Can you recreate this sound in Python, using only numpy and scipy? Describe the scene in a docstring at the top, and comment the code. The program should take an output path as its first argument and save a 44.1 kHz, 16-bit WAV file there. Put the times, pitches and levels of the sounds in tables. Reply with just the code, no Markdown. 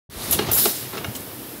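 """Out of a quick fade-in come a factory hall's noise and hum, a rumbling drive and whistling bled air.
An automatic filling and sealing machine works close by: thuds through its base are soft low rings,
cylinders clunk on stops as rattling contacts ring steel modes under a noise crack, and air spits.
Two valves exhaust as bright shaped noise with gliding whistles; only the blows and spits echo.
One microphone hears it all, with the deepest bass and the extreme top cut."""
import sys
import numpy as np
from scipy import signal
from scipy.fft import rfft, irfft
from scipy.io import wavfile

SR = 44100
rng = np.random.default_rng(int(sys.argv[2]) if len(sys.argv) > 2 else 0)


def log_audio(samples):
    """Write samples as a 16-bit WAV file to the path given in sys.argv[1]."""
    # one column per channel
    frames = np.atleast_2d(samples).T
    # limit to full scale, then quantise
    limited = np.clip(frames, -1, 1)
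    pcm = np.round(limited * 32767).astype(np.int16)
    wavfile.write(sys.argv[1], SR, pcm)


N = 70560

# Hall noise colour: pitch_hz [Hz], density_db [dB per Hz, relative]
HALL_COLOUR = [(18, -59), (30, -31), (44, -11), (88, -9), (133, 1), (152, -8), (225, -3.5), (270, 1.5),
               (300, 2.5), (333, -1), (444, -3), (481, -5.5), (855, -11.5), (1230, -14), (1870, -15.5),
               (5480, -21), (6750, -26), (12000, -13), (15600, -13.5)]
# Rumble of drive and frame: start_s [s], level_db [dB], tilt_db [dB per octave]
DRIVE_FLOW = [(.1, -32, 1), (.3, -31, -0.5), (.37, -29.5, -1.5), (.41, -28.5, 0.5), (.46, -28, -0.5),
              (.5, -30, 1), (.54, -33, 0.5), (.59, -30, 1), (.62, -32.5, -0.5), (.68, -30, 0.5),
              (.72, -43, 1), (.85, -41.5, 1), (.92, -48.5, 2), (.94, -34, 0.5), (1.0, -32.5, -1),
              (1.1, -37.5, -0.5), (1.14, -44, -0.5), (1.2, -38.5, -1), (1.25, -43, -0.5), (1.6, -48, -1)]
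# Rumble colour: pitch_hz [Hz], density_db [dB per Hz, relative]
DRIVE_SPECTRUM = [(18, -44), (30, -34), (80, 0), (229, -1), (715, -8.5), (1210, -10), (1480, -13),
                  (1660, -12), (2510, -15), (3780, -14.5), (7000, -24.5), (9100, -42), (15400, -120)]
# Soft thuds through the base: start_s [s], level_db [dB before softening], pitch_hz [Hz], t60_s [s]
BASE_THUDS = [(0.092, -10, 122, 0.019), (0.16, -17, 57, 0.055), (0.336, -28, 62, 0.11),
              (0.384, -32.5, 100, 0.6), (0.488, -23, 104, 0.16), (0.526, -28.5, 61, 0.13),
              (.83, -31.5, 123, 0.18), (1.0817, -25, 118.7, 0.2), (1.083, -24.5, 202, 0.084),
              (1.153, -29.5, 262.7, 0.24), (1.2, -33, 208, 0.1)]
# Air flow from a bleeding line: start_s [s], level_db [dB], tilt_db [dB per octave]
BLEED_FLOW = [(.1, -32, 3), (.2, -31, 0), (.3, -32.5, -0.5), (.37, -28, 1), (.42, -35.5, 0),
              (.5, -43.5, -2), (.55, -64, 0)]
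# Bleed colour: pitch_hz [Hz], density_db [dB per Hz, relative]
BLEED_SPECTRUM = [(1180, -37), (2000, -18), (3000, -24), (3620, 1.5), (4300, -1.5), (5370, -5), (6220, -6),
                  (7840, -7.5), (8260, -3), (9080, -7), (10100, 0), (11100, -7), (12200, 1), (13600, -17.5),
                  (15600, -5.5)]
# Whistles of the bleeding line: start_s [s], end_s [s], start_hz [Hz], end_hz [Hz],
# width_hz [Hz, corner of each waver pole], level_db [dB relative to the jet]
BLEED_TONES = [(.1, .45, 9980, 9840, 120, -10), (.1, .45, 11860, 11860, 120, -13)]
# Air flow of the first exhaust: start_s [s], level_db [dB], tilt_db [dB per octave]
FIRST_FLOW = [(.3085, -62, 5), (.3105, -17, 15), (.32, -21, 6), (.328, -14, -2), (.336, -17.5, 0),
              (.35, -22, -3.5), (.376, -40.5, 2), (.4, -55, -7)]
# First exhaust colour: pitch_hz [Hz], density_db [dB per Hz, relative]
FIRST_SPECTRUM = [(880, -46), (1500, -27), (2010, -19), (2310, -24), (2780, -10.5), (3800, -9), (4410, -15),
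                  (6990, -9), (7780, -10), (10900, -0.5), (15600, -7.5)]
# Whistles of the first nozzle: start_s [s], end_s [s], start_hz [Hz], end_hz [Hz],
# width_hz [Hz, corner of each waver pole], level_db [dB relative to the jet]
FIRST_TONES = [(.306, .325, 11000, 8400, 250, -12), (.32, .345, 7400, 5700, 440, -12),
               (.32, .36, 10600, 12000, 200, -9), (.306, .335, 12200, 12400, 220, -9)]
# Stops struck: start_s [s], frame_db [dB], rattle_s [s], tilt_db [dB per octave],
# part_hz [Hz, pitch of the part struck], part_db [dB], crack_db [dB before filtering], crack_top_hz [Hz]
STOPS = [(.323, -23, .015, -2, 3000, -34, -27, 5000), (.389, -12, .002, -2, 670, -14, -21, 4500),
         (.3914, -13, .004, -4, 2885, -23, -23, 4500), (.421, -23, .003, -5, 800, -36, -36, 1500),
         (.485, -24, .015, -3, 2100, -36, -30, 5000), (.516, -26, .004, 0, 6200, -34, -27, 7000),
         (.565, -28, .02, -2, 1500, -38, -31, 3000), (.6545, -16, .004, -1, 4700, -23, -16, 9000),
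         (.66, -22, .006, -3, 600, -22, -24, 6000), (.932, -28, .012, -3, 700, -36, -33, 1800),
         (.948, -29, .012, -2, 1300, -34, -33, 2500), (.971, -28, .006, -1, 1400, -32, -32, 6000),
         (.978, -28, .005, -1, 2700, -28, -27, 4500), (1.0445, -30, .002, 1, 2200, -26, -23, 3200),
         (1.048, -30, .004, -1, 1400, -30, -32, 3000), (1.151, -40, .006, 2, 3100, -35, -38, 6000)]
# Modes of the steel frame: pitch_hz [Hz], level_db [dB], t60_s [s]
FRAME_MODES = [(234, -14.5, 0.064), (356, -5, 0.062), (421.4, -2, 0.07), (670, -1.5, 0.045),
               (831, -5.5, 0.049), (1108, -3.5, 0.029), (1357, -2.5, 0.034), (1654, -5.5, 0.039),
               (2360, -10, 0.035), (2850, -6, 0.056), (3230, -6, 0.031), (3760, -3.5, 0.027),
               (4220, -6, 0.04), (5320, -11, 0.035), (6050, -10, 0.027)]
# Short spits of air: start_s [s], level_db [dB before filtering], t60_s [s], lowest_hz [Hz]
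AIR_SPITS = [(0.3298, -10.5, 0.0014, 5100), (1.151, -28, 0.11, 2740), (1.163, -22, 0.037, 7100),
             (1.205, -30, 0.034, 6800)]
# Air flow of the second exhaust: start_s [s], level_db [dB], tilt_db [dB per octave]
SECOND_FLOW = [(.509, -54, 2), (.5125, -30, 7), (.5155, -14.5, 6), (.519, -13.5, 9), (.526, -21.5, 9),
               (.534, -15.5, 5), (.546, -19.5, 1.5), (.56, -21, 8.5), (.586, -17, 1), (.606, -18, 1.5),
               (.644, -18, -1), (.678, -21, 3), (.704, -23, -0.5), (.746, -28.5, -0.5), (.82, -32.5, -1.5),
               (.95, -42, -2), (1.05, -42, 0)]
# Second exhaust colour: pitch_hz [Hz], density_db [dB per Hz, relative]
SECOND_SPECTRUM = [(880, -48), (1500, -20), (1690, -17), (2520, -19), (2810, -12), (3130, -14),
                   (3840, -8.5), (4670, -9.5), (5160, -7.5), (5970, -12.5), (8090, -8.5), (11600, -2.5),
                   (15600, -7.5)]
# Whistles of the second nozzle: start_s [s], end_s [s], start_hz [Hz], end_hz [Hz],
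# width_hz [Hz, corner of each waver pole], level_db [dB relative to the jet]
SECOND_TONES = [(.518, .54, 5300, 7000, 200, -10), (.53, .575, 7400, 7000, 250, -9),
                (.515, .55, 15500, 15500, 200, -9), (.56, .585, 13140, 13140, 80, -9),
                (.56, .66, 11300, 11550, 100, -9), (.585, .65, 12100, 12200, 100, -11),
                (.58, .63, 10650, 10700, 100, -11), (.575, .63, 5300, 5100, 250, -15),
                (.575, .61, 2200, 4200, 300, -19), (.6, .66, 3800, 3900, 400, -20),
                (.52, .56, 14300, 14300, 150, -11)]

HALL_DB = -35.5
HUM_HZ, HUM_DB, HUM_T60_S = 100, -53.5, 0.225
WHISTLE_EDGE_S = 0.012
RATTLE_PER_S, PART_T60_S = 1200, 0.032
CRACK_T60_S, CRACK_LOW_HZ = 0.057, 845
ECHO_T60_S, ECHO_CUT_HZ, ECHO_DB = 0.45, 7100, -22
FADE_START_S, FADE_LENGTH_S, FADE_FLOOR = 0.099, 0.2, 0.11  # length of a full 0-to-1 rise; floor is a gain
MIC_LOW_HZ, MIC_TOP_HZ = 47, 15700


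def from_db(db):
    """Decibels to gain."""
    return 10 ** (np.asarray(db) / 20)


def rms_one(x):
    """Scale to an RMS of 1."""
    return x / np.sqrt(np.mean(x ** 2) + 1e-20)


def in_time(rows):
    """Draw each column after the first as a straight-line curve over time."""
    start_s, *columns = np.transpose(rows)
    return [np.interp(np.arange(N) / SR, start_s, column) for column in columns]


def filtered(x, order, hz, kind):
    """Butterworth filter."""
    return signal.sosfilt(signal.butter(order, hz, kind, fs=SR, output="sos"), x)


def drift(rate_hz):
    """Slow chance, spread 1: noise through two low-pass poles, made at a fortieth of the sample rate."""
    r = np.exp(-2 * np.pi * rate_hz * 40 / SR)
    noise = rng.standard_normal(N // 40 + 2002)
    slow = rms_one(signal.lfilter([1], [1, -2 * r, r * r], noise)[2000:])  # drop the settling
    return np.interp(np.arange(N) / 40, np.arange(len(slow)), slow)


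def ring(clicks, hz, t60_s):
    """A damped resonance: a unit click sets a sine of starting height 1 ringing."""
    r = from_db(-60 / (t60_s * SR))
    w = 2 * np.pi * hz / SR
    return signal.lfilter([0, np.sin(w)], [1, -2 * r * np.cos(w), r * r], clicks + 1e-18)


def coloured(spectrum, patchy_db, tilt_db=0, pivot_hz=10000):
    """Coloured noise in half-octave parts, each flickering by itself; the tilt turns about the pivot."""
    hz = np.maximum(np.fft.rfftfreq(N, 1 / SR), 1)
    points_hz, density_db = np.transpose(spectrum)
    colour_db = np.interp(np.log(hz), np.log(points_hz), density_db, left=-90)
    shaped = rfft(rng.standard_normal(N)) * from_db(colour_db)
    shaped = shaped / np.std(irfft(shaped, N))
    out = 0
    for centre_hz in 16000 / 2 ** np.arange(0, 10, 0.5):
        overlap = np.clip(1 - 2 * abs(np.log2(hz / centre_hz)), 0, 1)
        part = irfft(shaped * overlap, N)
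        part_db = patchy_db * drift(21) + tilt_db * np.log2(centre_hz / pivot_hz)
        out = out + part * from_db(part_db)
    return out


def motor_hum():
    """Noise drives a narrow resonance, so the motor's hum wavers."""
    return from_db(HUM_DB) * rms_one(ring(rng.standard_normal(N), HUM_HZ, HUM_T60_S))


def hall_noise():
    """Steady broad noise of the hall, flickering slightly."""
    return from_db(HALL_DB) * coloured(HALL_COLOUR, patchy_db=0.76)


def drive_rumble():
    """Drive and frame rumble as low coloured noise that swells and shifts in tone."""
    level_db, tilt_db = in_time(DRIVE_FLOW)
    return from_db(level_db) * coloured(DRIVE_SPECTRUM, patchy_db=1.4, tilt_db=tilt_db, pivot_hz=300)


def thuds():
    """One push per thud rings a low mode of the base; a gentle low-pass softens it."""
    out = 0
    for start_s, level_db, hz, t60_s in BASE_THUDS:
        push = 1.0 * (np.arange(N) == int(start_s * SR))
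        out = out - from_db(level_db) * ring(push, hz, t60_s)
    return signal.lfilter([0.05], [1, -0.95], out)


def whistle(start_s, end_s, start_hz, end_hz, width_hz):
    """A noisy whistle: slow complex noise rides on a gliding carrier."""
    t = np.arange(N) / SR
    r = np.exp(-2 * np.pi * width_hz / SR)
    glide_hz = np.interp(t, [start_s, end_s], [start_hz, end_hz])
    carrier = np.exp(2j * np.pi * np.cumsum(glide_hz) / SR)
    noise = [1, 1j] @ rng.standard_normal((2, N))
    waver = signal.lfilter([1], [1, -2 * r, r * r], noise)
    edges = np.clip(np.minimum(t - start_s, end_s - t) / WHISTLE_EDGE_S, 0, 1)
    return edges * rms_one((carrier * waver).real)


def exhaust(flow, colour, whistles):
    """Escaping air: bright jet noise plus whistles, both riding the flow's level curve."""
    level_db, tilt_db = in_time(flow)
    jet = coloured(colour, patchy_db=1.7, tilt_db=tilt_db)
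    for *path, whistle_db in whistles:
        jet = jet + from_db(whistle_db) * whistle(*path)
    return from_db(level_db) * jet


def clunks():
    """A blow and its rattle of contacts ring the frame and the part struck, with a broad noise crack."""
    out = np.zeros(N + SR)
    t = np.arange(SR // 4) / SR
    for start_s, frame_db, rattle_s, tilt_db, part_hz, part_db, crack_db, crack_top_hz in STOPS:
        chance = rng.random(len(t)) < RATTLE_PER_S / SR
        touches = chance * np.clip((rattle_s - t) * SR, 0, 1) * rng.normal(0, 0.32, len(t))
        touches[0] = 1  # the first blow
        touches = touches / np.sqrt(np.sum(touches ** 2))
        body = 0
        for k, (hz, mode_db, t60_s) in enumerate(FRAME_MODES):
            level_db = frame_db + mode_db + tilt_db * np.log2(hz / 400)
            body = body + (-1) ** k * from_db(level_db) * ring(touches, hz, t60_s)
        part = from_db(part_db) * ring(touches, part_hz, PART_T60_S)
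        # the crack holds its level through the rattle, then dies away
        decay_db = -60 * np.maximum(t - rattle_s, 0) / CRACK_T60_S
        burst = rng.standard_normal(len(t)) * from_db(crack_db + decay_db)
        crack = filtered(burst, 2, [CRACK_LOW_HZ, crack_top_hz], "band")
        out[int(start_s * SR):][:len(t)] += body + part + crack
    return out[:N]


def spits():
    """Sudden puffs of air: high-passed noise that starts at once and decays exponentially."""
    out, t = 0, np.arange(N) / SR
    for start_s, level_db, t60_s, lowest_hz in AIR_SPITS:
        decay_db = -60 * np.maximum(t - start_s, 0) / t60_s
        puff = rng.standard_normal(N) * (t >= start_s) * from_db(level_db + decay_db)
        out = out + filtered(puff + 1e-18, 4, lowest_hz, "high")
    return out


def echoes(x):
    """Ten feedback delays of alternating sign, each duller on every round."""
    out, dull = 0, np.exp(-2 * np.pi * ECHO_CUT_HZ / SR)
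    lags = (rng.uniform(0.013, 0.045, 10) * SR).astype(int)
    for k, lag in enumerate(lags):
        gain = from_db(-60 * lag / SR / ECHO_T60_S)
        loop, state = x.copy(), [0.0]
        for i in range(lag, N, lag):
            back, state = signal.lfilter([gain * (1 - dull)], [1, -dull], loop[i - lag:i], zi=state)
            loop[i:i + lag] += back[:N - i]
        out = out + (loop - x) * (-1) ** k
    return out


def scene():
    """Blows with their echoes, air and background meet at one microphone."""
    blows = clunks() + thuds() + spits()
    first = exhaust(FIRST_FLOW, FIRST_SPECTRUM, FIRST_TONES)
    second = exhaust(SECOND_FLOW, SECOND_SPECTRUM, SECOND_TONES)
    bleed = exhaust(BLEED_FLOW, BLEED_SPECTRUM, BLEED_TONES)
    echoed_blows = blows + from_db(ECHO_DB) * echoes(blows)
    background = motor_hum() + hall_noise() + drive_rumble()
    mono = echoed_blows + first + second + bleed + background
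    return np.array([mono, mono])


def record(dry):
    """Cut the deepest bass, fade in with a faint bass lead of 8 ms, then cut the top steeply."""
    t = np.arange(N) / SR
    dry = filtered(dry, 3, MIC_LOW_HZ, "high")
    rise = FADE_FLOOR + (t - FADE_START_S) / FADE_LENGTH_S
    fade = (t > FADE_START_S) * np.clip(rise, 0, 1)
    lead = (t > FADE_START_S - 0.008) * (t <= FADE_START_S)
    bass = filtered(dry * lead, 2, 500, "low")
    top_cut = signal.ellip(12, 0.5, 70, MIC_TOP_HZ, fs=SR, output="sos")
    return signal.sosfilt(top_cut, dry * fade + FADE_FLOOR * bass)


dry = scene()
out = record(dry)
log_audio(out)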